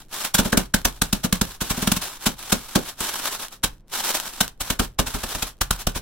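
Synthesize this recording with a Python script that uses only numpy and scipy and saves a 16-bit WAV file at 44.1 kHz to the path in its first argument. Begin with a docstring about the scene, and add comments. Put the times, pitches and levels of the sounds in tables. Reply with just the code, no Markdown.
"""Crushing a sleeve of crackers

Two hands pound and knead plastic-wrapped crackers on a wooden board, heard close up in stereo.
Each blow sets off a burst of brittle fractures and excites the damped modes of board and table;
a cupped palm adds the pop of trapped air. Between blows, crumbs and wrapper crackle under
the fingers. A small dry room with a faint hum surrounds it."""
import sys
import numpy as np
from scipy import signal
from scipy.fft import rfft, irfft, next_fast_len
from scipy.io import wavfile

SR = 44100
rng = np.random.default_rng(int(sys.argv[2]) if len(sys.argv) > 2 else 0)


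def persist_wave(psi):
    """Save psi, clipped to +-1, as 16-bit WAV."""
    counts = np.round(np.clip(psi, -1, 1) * 32767).astype(np.int16)
    wavfile.write(sys.argv[1], SR, np.atleast_2d(counts).T)


N = 265302
TIME = np.arange(N) / SR


def undb(db):
    """Amplitude ratio of a level in decibels."""
    return 10 ** (np.asarray(db) / 20)


def unit(x):
    """Normalisation to an rms of 1."""
    return x / np.sqrt(np.mean(x ** 2) + 1e-18)


def add(out, x, start):
    """Superposition of a short sound from a start time in seconds."""
    i = max(int(start * SR), 0)
    out[..., i:i + x.shape[-1]] += x[..., :N - i]


def colour(x, points, size=4096):
    """Minimum-phase filtering through (Hz, dB) points, conserving the power of white noise."""
    hz, db = np.transpose(points)
    grid = np.fft.rfftfreq(size, 1 / SR)
    gain = undb(np.interp(np.log(grid + 1), np.log(hz), db))
    cepstrum = irfft(np.log(gain))
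    cepstrum[1:size // 2] *= 2
    cepstrum[size // 2 + 1:] = 0
    response = irfft(np.exp(rfft(cepstrum)))
    return signal.fftconvolve(x, response[None] / np.linalg.norm(response))[:, :x.shape[1]]


def stereo(pair, side_db):
    """Sum and difference: the weaker the side signal, the more coherent the channels."""
    mid, side = pair
    return mid + undb(side_db) * side * np.array([[1], [-1]])


# spectrum of the room's still air: (frequency [Hz], level [dB])
AIR_SPECTRUM = [(25, 3), (45, -3.5), (75, -16.5), (150, -11), (400, -19.5), (1200, -35), (4000, -51.5),
                (16000, -73.5)]

def background(air_db=-50.5, hum_hz=112, hum_db=-69):
    """Ambient noise: a low broadband rumble and the pure tone of an appliance."""
    air = stereo(colour(rng.standard_normal((2, N)), AIR_SPECTRUM), side_db=-17)
    hum = np.sqrt(2) * np.sin(2 * np.pi * hum_hz * TIME)
    return undb(air_db) * air + undb(hum_db) * hum


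def crackle(envelope, rate, spread_db, bright_db=0, places=7):
    """Acoustic emission: random fractures along the sleeve radiate clicks, many weak, a few strong."""
    lag_s, scatter_hz, shelf_hz = 0.000058, 6000, 3000
    bounce_s, bounce_db = 0.000525, -17
    n = len(envelope)
    shape = (places, n)
    breaks = rng.random(shape) < rate / places / SR
    strengths = undb(spread_db * np.minimum(rng.exponential(size=shape), 4))
    signs = rng.choice([-1, 1], shape)
    size = next_fast_len(n + 256)
    spectra = rfft(breaks * strengths * signs * envelope, size)
    hz = np.fft.rfftfreq(size, 1 / SR)
    # an off-centre click reaches one channel first; the hands scatter short waves further apart
    phase = np.pi * hz * lag_s + hz ** 2 / (hz ** 2 + scatter_hz ** 2)
    sound = np.zeros((2, len(hz)), complex)
    for place, spectrum in zip(np.linspace(-1, 1, places), spectra):
        lead = np.exp(1j * place * phase)
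        sound += spectrum * np.array([lead, lead.conj()])
    # the board reflects every click
    sound *= 1 + undb(bounce_db) * np.exp(-2j * np.pi * hz * bounce_s)
    sound *= undb(bright_db * hz ** 2 / (hz ** 2 + shelf_hz ** 2))
    return unit(irfft(sound, size)[:, :n]) * np.sqrt(np.mean(envelope ** 2))


def press(hold_s, lead_s, attack_s, release_s):
    """Loading and relaxation: exponential rise during the lead time, hold, exponential decay."""
    t = np.arange(int((lead_s + hold_s + 10 * release_s) * SR)) / SR - lead_s
    return np.exp(np.minimum(t, 0) / attack_s - np.maximum(t - hold_s, 0) / release_s)


# the fingers grip, roll or squeeze the sleeve: (time [s], hold [s], level [dB])
FINGER_SQUEEZES = [(0.0, 0.021, -46), (0.131, 0.13, -29.5), (0.252, 0.0047, -22.5), (0.363, 0.14, -36),
                   (0.594, 0.058, -46.5), (0.805, 0.21, -68), (1.07, 0.3, -49.5), (0.948, .025, -45),
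                   (1.451, 0.1, -40), (1.646, 0.32, -32.5), (2.017, 0.06, -29.5), (2.094, 0.069, -37),
                   (2.207, 0.11, -36), (2.384, 0.52, -37.5), (2.507, 0.018, -30.5), (2.882, 0.016, -31),
                   (3.002, 0.098, -26.5), (3.129, 0.069, -27.5), (3.234, 0.046, -25), (3.314, 0.039, -27),
                   (3.394, 0.058, -33), (3.526, 0.0075, -34.5), (3.934, 0.071, -25), (4.042, 0.07, -22.5),
                   (4.151, .012, -19.5), (4.179, 0.12, -34), (4.333, 0.11, -36), (4.637, 0.097, -33.5),
                   (4.816, 0.032, -32), (5.069, .42, -34), (5.297, 0.027, -28.5), (5.8, 0.012, -30),
                   (5.967, 0.0094, -30.5)]

def strain(rebound_db=-19.5, rebound_delay_s=0.018, lead_s=0.1):
    """Incoherent addition: squeezes and the elastic rebound from each blow sum in power."""
    presses = [(s, db, press(hold, lead_s, attack_s=0.011, release_s=0.017))
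               for s, hold, db in FINGER_SQUEEZES]
    rebound = press(hold_s=0.003, lead_s=lead_s, attack_s=0.002, release_s=0.027)
    presses += [(s + rebound_delay_s, db + rebound_db, rebound) for s, db, *_ in HAND_BLOWS]
    power = np.zeros(N + SR)
    for s, db, shape in presses:
        i = int(s * SR)
        power[i:i + len(shape)] += (undb(db) * shape) ** 2
    return np.sqrt(power[int(lead_s * SR):][:N])


# spectrum of the kneaded wrapper: (frequency [Hz], level [dB])
WRAPPER_SPECTRUM = [(60, -22), (220, -7.5), (520, -6.5), (900, 1), (1500, -1.5), (2050, -8), (3000, -2),
                    (4500, -3.5), (7500, -4), (11500, -6), (16000, -11)]

def kneading(level_db=-1, jerk_db=2.5, jerks_per_s=140, lump_db=-7, creep_db=-68):
    """Stick-slip and fracture: crumbs grind in jerks and lumps crack inside the snapping wrapper."""
    jerks = np.interp(TIME * jerks_per_s, np.arange(3000), rng.standard_normal(3000))
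    pressure = strain() * undb(level_db + jerk_db * jerks)
    crumbs = crackle(pressure, rate=11000, spread_db=2.4)
    lumps = crackle(pressure, rate=260, spread_db=3)
    # larger pieces sound lower
    lumps = undb(lump_db) * signal.sosfilt(signal.butter(1, 2200, fs=SR, output="sos"), lumps)
    folds = fold_snaps()
    # left alone, the crumpled wrapper still ticks faintly
    creep = crackle(np.full(N, undb(creep_db)), rate=60, spread_db=3)
    return colour(crumbs + lumps + folds + creep, WRAPPER_SPECTRUM)


# spectrum of breaking crackers: (frequency [Hz], level [dB])
CRUNCH_SPECTRUM = [(60, -26), (250, -5), (550, -2), (900, 3.5), (1550, 1.5), (2000, -6.5), (2900, 1),
                   (4500, -3.5), (7500, -3), (11500, -7), (16000, -11.5)]

def crunch(t, length_s, bright_db, skirt_db=-17, touch_s=0.0014, settle_s=0.012):
    """Brittle fracture: the hand touches, a layer of crackers fails at once, the crumbs settle."""
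    give_way = (1 + np.tanh((t + 1.03 * length_s) / (0.56 * length_s))) / 2
    collapse = give_way * np.exp(-(t / (1.58 * length_s)) ** 2)
    skirts = undb(skirt_db) * np.exp(-abs(t) / np.where(t < 0, touch_s, settle_s))
    fractures = crackle(np.maximum(collapse, skirts), rate=13000, spread_db=1.5, bright_db=bright_db)
    return colour(fractures, CRUNCH_SPECTRUM)


def shake(t, contact_s, t60):
    """Damped random vibration: noise swells with the contact and decays exponentially."""
    swell = (1 + np.tanh(t / contact_s)) / 2
    return rng.standard_normal(len(t)) * undb(-60 * np.maximum(t, 0) / t60) * swell


# spectrum of the palm on packed crumbs: (frequency [Hz], level [dB])
PALM_SPECTRUM = [(50, -16), (130, -5.5), (250, 2.5), (340, -3.5), (470, -5), (800, -11), (1500, -18),
                 (4000, -74.5)]

def palm_smack(t):
    """Soft impact: the palm gives a dull burst of noise."""
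    bursts = np.array([shake(t, contact_s=0.0012, t60=0.13) for _ in range(2)])
    return stereo(colour(bursts, PALM_SPECTRUM), side_db=-4)


def ring(t, modes, contact_s, crest_s, detune=0.022):
    """Modal vibration: damped sinusoids swell during a contact at t = 0, in phase at crest_s."""
    hz, db, t60 = np.transpose(modes)[:, :, None]
    hz = hz * (1 + detune * rng.standard_normal(hz.shape))
    waves = undb(db - 60 * np.maximum(t, 0) / t60) * np.cos(2 * np.pi * hz * (t - crest_s))
    return waves.sum(0) * (1 + np.tanh(t / contact_s)) / 2


# modes of the board: (frequency [multiple of the knock pitch], level [dB], T60 [s])
BOARD_MODES = [(1, 3, 0.053), (.87, -15, 0.15), (1.45, -21.5, 0.041)]

def board_knock(t, force_db, firm_db=-19, firm_hz=196.2, hz_per_db=0.9, gain_db=3.5):
    """Nonlinear contact: a harder knock stiffens the contact, so the board rings higher."""
    pitch_hz = firm_hz + hz_per_db * (force_db - firm_db)
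    modes = np.array(BOARD_MODES) * [pitch_hz, 1, 1]
    return undb(force_db + gain_db) * ring(t, modes, contact_s=0.0017, crest_s=0.0023)


# modes of the table under the board: (frequency [Hz], level [dB], T60 [s])
TABLE_MODES = [(29.4, -23, 0.8), (40.1, 0.5, 0.29), (68.4, -8, 0.14), (121, -6.5, 0.061)]

def table_thud(t, thud_db=2, rumble_db=-19):
    """Structure-borne sound: the table rings in its low modes and its frame rumbles on."""
    thud = ring(t, TABLE_MODES, contact_s=0.0048, crest_s=0.0013)
    frame = shake(t, contact_s=0.012, t60=0.56)
    rumble = colour(frame[None], [(25, -9.5), (50, -2.5), (90, -6.5), (140, -4), (400, -59)])
    return undb(thud_db) * thud + undb(rumble_db) * rumble


# blows on the sleeve:
# (time [s], crunch level [dB], crunch length [s], palm level [dB], board level [dB], table level [dB])
HAND_BLOWS = [(0.348, -10.5, 0.0057, -33.5, -23.5, -30), (0.391, -14.5, 0.0087, -17, -16, -20),
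              (0.456, -26, 0.0093, -23.5, -29, -25), (0.529, -20.5, 0.006, -17, -18, -27),
              (0.576, -9, 0.0033, -17.5, -12, -21), (0.744, -11, 0.0039, -25.5, -15, -22),
              (0.853, -10.5, 0.0042, -21.5, -35, -21), (1.02, -10.5, 0.0034, -29.5, -20.5, -22),
              (1.131, -13.5, 0.0034, -26, -16, -23.5), (1.246, -21.5, 0.0092, -24, -18.5, -31),
              (1.328, -10, 0.0022, -28, -14.5, -23.5), (1.416, -13, 0.0034, -26.5, -17, -21.5),
              (1.617, -22, 0.0085, -29.5, -25, -28), (1.708, -20, 0.0083, -29, -23, -25.5),
              (1.778, -29.5, 0.006, -29, -27, -35), (1.826, -24.5, 0.0087, -26, -23.5, -31),
              (1.876, -14.5, 0.0033, -28, -14, -27), (1.92, -11, .0034, -29, -16, -26),
              (1.969, -22, 0.0062, -37, -24, -34), (2.267, -15, 0.0079, -22.5, -19.5, -26),
              (2.526, -11, 0.0047, -19, -17.5, -25.5), (2.759, -14, 0.0054, -15, -11.5, -28),
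              (3.007, -21.5, 0.0029, -34, -33, -37), (3.641, -14.5, 0.0063, -29.5, -23.5, -25),
              (4.41, -10.5, 0.0046, -29, -19.5, -30), (4.612, -23, 0.0078, -45, -41, -32),
              (4.705, -16.5, 0.0041, -28, -24.5, -25.5), (4.798, -17, 0.0052, -19.5, -18.5, -19.5),
              (4.995, -16, 0.0064, -20.5, -21.5, -18), (5.072, -27, 0.0088, -36.5, -39, -33),
              (5.146, -27, 0.0061, -26.5, -48, -25), (5.238, -26, 0.006, -29.5, -50, -28),
              (5.353, -25.5, 0.0055, -31.5, -40, -29), (5.427, -19, 0.0046, -35.5, -34.5, -29),
              (5.615, -14.5, 0.0047, -38.5, -34, -21), (5.71, -11, 0.0024, -36.5, -26.5, -19.5),
              (5.872, -15, 0.0031, -27, -23.5, -19), (5.961, -29, 0.011, -31, -40, -24)]

def blows(crunch_gain_db=2.5, fresh_db=5, dulling_db_per_s=0.83, muffling=0.19):
    """Impulsive excitation: each blow passes from the palm through the crackers to board and table."""
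    out = np.zeros((2, N))
    t = np.arange(-0.04, 0.45, 1 / SR)
    for s, crunch_db, length_s, palm_db, board_db, table_db in HAND_BLOWS:
        start = s + t[0]
        # the crunch dulls as crackers turn to crumbs, and where the palm covers them
        bright_db = fresh_db - dulling_db_per_s * s - muffling * (palm_db - crunch_db)
        crackers = crunch(t[:len(t) // 3], length_s, bright_db)
        add(out, undb(crunch_db + crunch_gain_db) * crackers, start)
        add(out, undb(palm_db) * palm_smack(t), start)
        add(out, board_knock(t, board_db), start)
        add(out, undb(table_db) * table_thud(t), start)
    return out


# air trapped between a cupped hand and the sleeve: (time [s], frequency [Hz], level [dB])
AIR_POCKETS = [(0.5299, 1630, -3.5), (0.576, 1520, -18), (0.7409, 1520, -3.5), (1.02, 1500, -10.5),
               (2.757, 1580, -17), (4.993, 784, -8), (5.618, 1430, -15), (5.711, 1290, -9),
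               (5.872, 780, -9.5)]

def claps(gain_db=2, t60=0.008):
    """Cavity resonance: the heavily damped air pocket rings for only a few cycles."""
    out = np.zeros(N)
    t = np.arange(-0.005, 0.05, 1 / SR)
    for s, hz, db in AIR_POCKETS:
        pop = ring(t, [(hz, db, t60)], contact_s=0.0004, crest_s=0)
        add(out, undb(gain_db) * pop, s + t[0])
    return out


# single folds of the wrapper snapping over: (time [s], level [dB])
WRAPPER_FOLDS = [(0.7894, -27), (0.816, -24), (0.9253, -31), (1.4528, -21), (2.3915, -24), (2.8844, -40),
                 (3.4833, -24), (4.1067, -17), (4.2002, -9.5), (4.479, -15.5)]

def fold_snaps(gain_db=-3, decay_s=0.001):
    """Snap-through buckling: a fold flips over with one sharp tick."""
    out = np.zeros((2, N))
    t = np.arange(SR // 50) / SR
    for s, db in WRAPPER_FOLDS:
        tick = crackle(np.exp(-t / decay_s), rate=20000, spread_db=1, bright_db=2)
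        add(out, undb(db + gain_db) * tick, s)
    return out


def room(x, wet_db=-12, t60_low=0.19, t60_high=0.07, first_s=0.0015, build_s=0.0067, apart_hz=260):
    """Reverberation: diffuse reflections from table, body and walls, the treble dying first."""
    t = np.arange(SR // 2) / SR
    noise = rng.standard_normal((2, len(t)))
    low = signal.sosfilt(signal.butter(2, 2500, fs=SR, output="sos"), noise)
    high = signal.sosfilt(signal.butter(2, 2500, "high", fs=SR, output="sos"), noise)
    tail = low * undb(-60 * t / t60_low) - undb(5) * high * undb(-60 * t / t60_high)
    tail *= np.clip((t - first_s) / build_s, 0, 1)
    # long waves reach both channels alike
    side = signal.sosfilt(signal.butter(1, apart_hz, "high", fs=SR, output="sos"), tail[1])
    response = unit(stereo((tail[0], side), side_db=0)) / np.sqrt(len(t))
    return x + undb(wet_db) * signal.fftconvolve(x, response, axes=1)[:, :N]


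def scene():
    """Superposition: blows, claps and kneading reverberate over the ambient noise."""
    return room(blows() + claps() + kneading()) + background()


def record(dry, ceiling=0.8, top_hz=15900):
    """Soft saturation rounds the highest peaks; a steep low-pass limits the bandwidth."""
    rounded = ceiling * np.tanh(dry / ceiling)
    return signal.sosfilt(signal.ellip(10, 0.2, 80, top_hz, fs=SR, output="sos"), rounded)


dry = scene()
out = record(dry)
persist_wave(out)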